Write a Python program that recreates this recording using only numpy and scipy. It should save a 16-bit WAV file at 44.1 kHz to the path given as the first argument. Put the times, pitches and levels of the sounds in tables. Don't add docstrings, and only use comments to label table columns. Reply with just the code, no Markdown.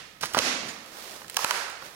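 import sys
import numpy as np
from scipy import signal
from scipy.fft import rfft, irfft, next_fast_len
from scipy.io import wavfile
from scipy.ndimage import uniform_filter1d, minimum_filter1d, map_coordinates

SR = 44100
rng = np.random.default_rng(int(sys.argv[2]) if len(sys.argv) > 2 else 0)


def wav_out(sig):
    wavfile.write(sys.argv[1], SR, np.round(np.clip(np.atleast_2d(sig).T, -1, 1) * 32767).astype(np.int16))


N = 85995
TIME = np.arange(N) / SR
SIDES = np.array([[1], [-1]])


def amp(db):
    return 10 ** (np.asarray(db) / 20)


def unit(x):
    return x / np.sqrt(np.mean(x ** 2) + 1e-20)


def along(points, hz):
    freqs, values = np.transpose(points)
    return np.interp(np.log(hz + 1), np.log(freqs + 1), values)


def level(rows):
    return amp(np.interp(TIME, *np.transpose(rows)))


def wobble(rate):
    return map_coordinates(rng.standard_normal(int(N * rate / SR) + 4), [TIME * rate])


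def filtered(x, response):
    size = x.shape[-1]
    padded = next_fast_len(size + 8192)
    return irfft(rfft(x, padded) * response(np.fft.rfftfreq(padded, 1 / SR)), padded)[..., :size]


def noise(tone, size):
    return unit(filtered(rng.standard_normal(size), lambda hz: amp(along(tone, hz))))


# (frequency [Hz], likeness [0-1])
LIKENESS = [(50, .8), (250, 0.63), (500, 0.59), (1000, 0.12), (2000, 0.033), (12000, 0.017)]
def wide_noise(tone):
    def shares(hz):
        angle = np.arccos(np.clip(along(LIKENESS, hz), -1, 1)) / 2
        return np.array([np.cos(angle), np.sin(angle)])
    mid, side = filtered(noise(tone, (2, N)), shares)
    return unit(np.array([mid + side, mid - side]))


def ring(notes, pitch=1, size=8192):
    t = np.arange(size) / SR
    sound = np.zeros(size)
    for k, (hz, db, fade_s) in enumerate(notes):
        fade = amp(db + rng.normal(0, 1) - 60 * t / fade_s)
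        tuned_hz = hz * pitch * (1 + rng.normal(0, 0.006))
        sound += (-1) ** k * fade * np.sin(2 * np.pi * tuned_hz * t)
    return sound


def burst(tone, fade_s, size=8192):
    return noise(tone, size) * amp(-60 * np.arange(size) / SR / fade_s)


def thud(hz, fade_s, size=8192):
    t = np.arange(size) / SR
    rise = 1 - np.exp(-t / 0.00024)
    return np.sin(2 * np.pi * hz * t) * amp(-60 * t / fade_s) * rise


def place(start_s, sound, cave_db):
    track = np.pad(sound, (round(start_s * SR), N))[:N]
    return np.array([track, amp(cave_db) * track])


# (frequency [Hz], level [dB])
AIR_TONE = [(15, -39), (25, -5.5), (206, -3.5), (394, -7), (463, -3), (1160, -11.5), (1290, 1), (1440, -27),
            (1740, -1.5), (2000, -10), (16000, -27)]
STEP_TONE = [(60, -12), (100, 1), (400, -3.5), (1000, -2.5), (1900, 0.5), (3500, -2), (6000, -6),
             (10000, -17.5), (16000, -47)]
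def cave_air():
    return amp(-56.5) * wide_noise(AIR_TONE)


def earlier_step():
    return amp(-44.5 - 75 * TIME) * wide_noise(STEP_TONE)


# (frequency [Hz], level [dB])
SCRAPE_TONE = [(60, 1), (300, -0.5), (600, -4.5), (1200, -3), (2200, -4), (3500, -4.5), (5700, 0),
               (7500, -8.5), (10500, -10.5), (16000, -31)]
# (time [s], level [dB])
SCRAPE_LEVELS = [(.205, -86), (.21, -38.5), (.222, -40.5), (.23, -31), (.238, -35.5), (.244, -33),
                 (.257, -37), (.27, -43), (.33, -48.5), (.338, -38), (.365, -40.5), (.38, -36), (.40, -27),
                 (.43, -65)]
def sole_scrape():
    grit = unit(noise(SCRAPE_TONE, N) * amp(1.9 * wobble(600)))
    return place(0, level(SCRAPE_LEVELS) * grit, cave_db=-9)


# (frequency [Hz], level [dB], fade time [s])
STEEL_NOTES = [(2561, -5, 0.015), (3100, -4, 0.013), (4057, -6, 0.022), (4570, -6.5, 0.01),
               (5365, -7.5, 0.022), (6010, -2, 0.0092), (7720, -14.5, 0.012), (11660, -11, 0.0041),
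               (12600, -11.5, 0.016)]
# (frequency [Hz], level [dB])
CRACK_TONE = [(150, -42), (700, -10.5), (2000, 7), (3000, 0), (6000, 2.5), (9000, 3), (13000, -12.5),
              (16000, -0.5)]
# (time [s], level [dB])
METAL_TICKS = [(0.211, -20.5), (0.256, -18), (.336, -21), (0.3474, -19), (.375, -20), (0.861, -33),
               (1.281, -28.5), (1.2982, -19), (1.3442, -22), (1.699, -25), (1.714, -30.5)]
def loose_metal():
    tracks = np.zeros((2, N))
    for start_s, db in METAL_TICKS:
        tick = amp(-17.5) * ring(STEEL_NOTES) + amp(-12) * burst(CRACK_TONE, fade_s=0.02)
        tracks += place(start_s, amp(db) * tick, cave_db=-31)
    return tracks


# (frequency [Hz], level [dB], fade time [s])
BOOT_NOTES = [(145, -18, 0.047), (270, -13.5, 0.015), (556, -9.5, 0.015), (882, -4.5, 0.025),
              (1170, -15, 0.0068), (1340, -6, 0.015), (1870, -9.5, 0.013)]
# (frequency [Hz], level [dB])
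GRIT_TONE = [(100, -11), (400, -5.5), (1200, 13), (2500, -1), (5500, -2), (8000, -32), (16000, -17)]
# (time [s], knock [dB], thud [dB], pitch [factor], sent to cave [dB])
BOOT_KNOCKS = [(0.2332, -23, -25, 0.79, -24), (.236, -22.5, -16.5, 1.03, -8),
               (0.2384, -27.5, -25, 1.22, -7), (0.318, -37.5, -32, 1.03, 8), (0.3464, -15, -15, 0.994, 4.5),
               (0.3706, -32, 0, .9, -3), (0.3757, -19, -16.5, 0.77, -12), (0.3792, -22, -42, 0.73, 0),
               (.383, -19.5, -11, 0.91, -16), (0.3958, -13, -19, 0.64, -16), (0.3985, -23, -13, 0.76, -20),
               (0.631, -40, -27.5, 0.56, 4), (0.764, -37, -38, 0.6, 6.5), (1.218, -39, -59, 1.1, -8),
               (1.245, -40, -52, 0.97, -15), (1.8225, -33, -27, 0.97, -16)]
def boot_knocks():
    tracks = np.zeros((2, N))
    for start_s, knock_db, thud_db, pitch, cave_db in BOOT_KNOCKS:
        knock = ring(BOOT_NOTES, pitch) + amp(-5.5) * burst(GRIT_TONE, fade_s=0.035)
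        sole = thud(hz=772, fade_s=0.0037)
        tracks += place(start_s, amp(knock_db) * knock + amp(thud_db) * sole, cave_db)
    return tracks


# (frequency [Hz], level [dB], fade time [s])
SKI_NOTES = [(210, -5.5, 1.4), (254.3, 2, 1.07), (318, -13, .7), (602, 1, 0.6), (647, 0, 0.3)]
# (frequency [Hz], level [dB])
BOOM_TONE = [(50, -2), (110, 6.5), (170, 9), (260, 6), (400, -8), (900, -9), (4000, -63)]
# (time [s], level [dB], sent to cave [dB])
SKI_BOOMS = [(.372, -34, 12), (.628, -42, -6), (.68, -42, -6), (.745, -53, -4), (1.245, -51.5, -6),
             (1.822, -52.5, -13)]
def ski():
    tracks = place(0.372, amp(-38.5) * ring(SKI_NOTES, size=SR), cave_db=-0.5)
    for start_s, db, cave_db in SKI_BOOMS:
        tracks += place(start_s, amp(db) * burst(BOOM_TONE, fade_s=0.22), cave_db)
    return tracks


# (frequency [Hz], level [dB], fade time [s])
SHELL_NOTES = [(552, -20.5, 0.045), (884, -12, 0.044), (1046, -8.5, 0.021), (1310, -11, 0.032),
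               (1720, -17.5, 0.018)]
# (time [s], steel [dB], shell [dB], jolt [dB], shell pitch [factor], treble limit [Hz], sent to cave [dB])
BINDING_CLACKS = [(0.3887, 2, -30, -27, 1, 7600, -2.5), (1.3674, -14, -32, -43, 1.1, 16000, -11),
                  (1.3689, -4.5, -10, -12.5, 1.26, 16000, -4.5), (1.3702, -11, -11, -30, 0.87, 16000, 0),
                  (1.3905, -19, -13.5, -48, 0.984, 6000, 0), (1.4455, -4, -3.5, -1.5, 1.01, 12900, -2.5),
                  (1.509, -6.5, -5, -20, 1.124, 13300, -5)]
def binding_clacks():
    tracks = np.zeros((2, N))
    for start_s, steel_db, shell_db, jolt_db, pitch, treble_hz, cave_db in BINDING_CLACKS:
        steel = amp(-8) * ring(STEEL_NOTES) + amp(-6) * burst(CRACK_TONE, fade_s=0.011)
        steel = filtered(steel, lambda hz: 1 / np.sqrt(1 + (hz / treble_hz) ** 4))
        shell = amp(shell_db) * ring(SHELL_NOTES, pitch)
        jolt = amp(jolt_db) * thud(hz=255, fade_s=0.0028)
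        tracks += place(start_s, amp(steel_db) * steel + shell + jolt, cave_db)
    return tracks


# (frequency [Hz], level [dB])
CLOTH_TONE = [(60, -20), (300, 2.5), (550, 6.5), (800, 3.5), (1200, 2.5), (2500, -1), (5500, -1),
              (7500, -3.5), (10500, -9), (16000, -15.5)]
# (time [s], level [dB])
CLOTH_LEVELS = [(.5, -82), (.68, -47), (.8, -57), (.88, -51), (.97, -45), (1.08, -43.5), (1.17, -44),
                (1.27, -52), (1.4, -42.5), (1.78, -59.5), (1.85, -45.5), (1.95, -53)]
def clothes():
    swish = wide_noise(CLOTH_TONE)
    flutter_db = 0.63 * wobble(31) + 1.5 * wobble(500)
    return level(CLOTH_LEVELS) * unit(swish * amp(flutter_db))


# (frequency [Hz], level [dB], fade time [s])
POLE_NOTES = [(4840, 0, .12), (6720, 3.5, 0.19), (6780, 6, 0.11), (8400, -8, .12), (8850, -2.5, 0.2)]
# (frequency [Hz], level [dB])
POLE_TONE = [(100, -4), (250, 6), (500, -26), (2000, 6), (7000, -3.5), (10000, -10.5), (16000, -33)]
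def pole():
    ping = amp(-45) * ring(POLE_NOTES)
    knock = amp(-35) * burst(POLE_TONE, fade_s=0.089)
    return place(0.686, ping + knock, cave_db=-6)


# (frequency [Hz], fade time [s])
CAVE_FADES = [(100, 1.3), (300, 1.04), (1000, 0.97), (2500, 0.96), (5000, 0.86), (9000, 0.72),
              (16000, 0.23)]
# (frequency [Hz], level [dB])
ECHO_TONE = [(50, -17), (150, -10), (270, -2.5), (500, 2), (1000, -1.5), (2000, 4), (3000, -1.5),
             (5000, 2.5), (8000, 1.5), (12000, 4.5), (16000, 3)]
def cave_echo(sent):
    first_echo_s, near_share, swell_s, rise_s, blur_octaves = 0.014, 0.76, 0.047, 0.02, 0.24
    frames = dict(fs=SR, nperseg=512, noverlap=384)
    hz, t, spectrum = signal.stft(sent, **frames)
    octaves = np.log2(hz + 20)
    blur = np.exp(-((octaves[:, None] - octaves) / blur_octaves) ** 2)
    power = blur @ np.abs(spectrum) ** 2 / blur.sum(1)[:, None]
    far_walls = (1 + np.tanh((t - swell_s) / rise_s)) / 2
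    opening = np.clip(2 * t / first_echo_s - 1, 0, 1) * (near_share + (1 - near_share) * far_walls)
    tail = (opening * amp(-60 * t / along(CAVE_FADES, hz)[:, None])) ** 2
    energy = np.abs(signal.fftconvolve(power, tail / tail.sum(1).mean(), axes=1)[:, :len(t)])
    wash = signal.stft(wide_noise(ECHO_TONE), **frames)[2]
    wash /= np.sqrt(np.mean(np.abs(wash) ** 2))
    return amp(-2) * signal.istft(wash * np.sqrt(energy), **frames)[1][:, :N]


def scene():
    bass_cut_hz, left_minus_right_db = 150, -0.8
    gear = sole_scrape() + boot_knocks() + ski() + binding_clacks() + loose_metal() + pole()
    direct, sent = filtered(gear, lambda hz: 1j * hz / (bass_cut_hz + 1j * hz))
    direct = direct * amp(SIDES * left_minus_right_db / 2)
    return direct + cave_echo(sent) + earlier_step() + clothes() + cave_air()


def limiter(x):
    ceiling_db, deepest_db, recovery_db_per_s = -4, -9, 105
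    peak_db = 20 * np.log10(np.abs(x).max(0) + 1e-9)
    needed_db = np.clip(ceiling_db - peak_db, deepest_db, 0)
    climb_db = recovery_db_per_s * TIME
    gain_db = np.minimum.accumulate(minimum_filter1d(needed_db, size=24) - climb_db) + climb_db
    x = x * amp(uniform_filter1d(gain_db, size=24))
    return x / (1 + np.abs(x / 0.68) ** 6) ** (1 / 6)


# (frequency [Hz], left minus right [dB])
MIC_BALANCE = [(60, 3), (150, -3.5), (300, -0.5), (600, -4), (1200, -8), (2200, -11.5), (4400, -11),
               (8000, -4.5), (11000, -16), (15000, -18.5)]
def record(dry):
    left_lag_s, top_hz = 0.00011, 15900
    def microphones(hz):
        balance = amp(along(MIC_BALANCE, hz) * SIDES / 2)
        delay = np.exp(-1j * np.pi * hz * left_lag_s * SIDES)
        return balance * delay
    limited = limiter(filtered(dry, microphones))
    return filtered(limited, lambda hz: hz < top_hz)


dry = scene()
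out = record(dry)
wav_out(out)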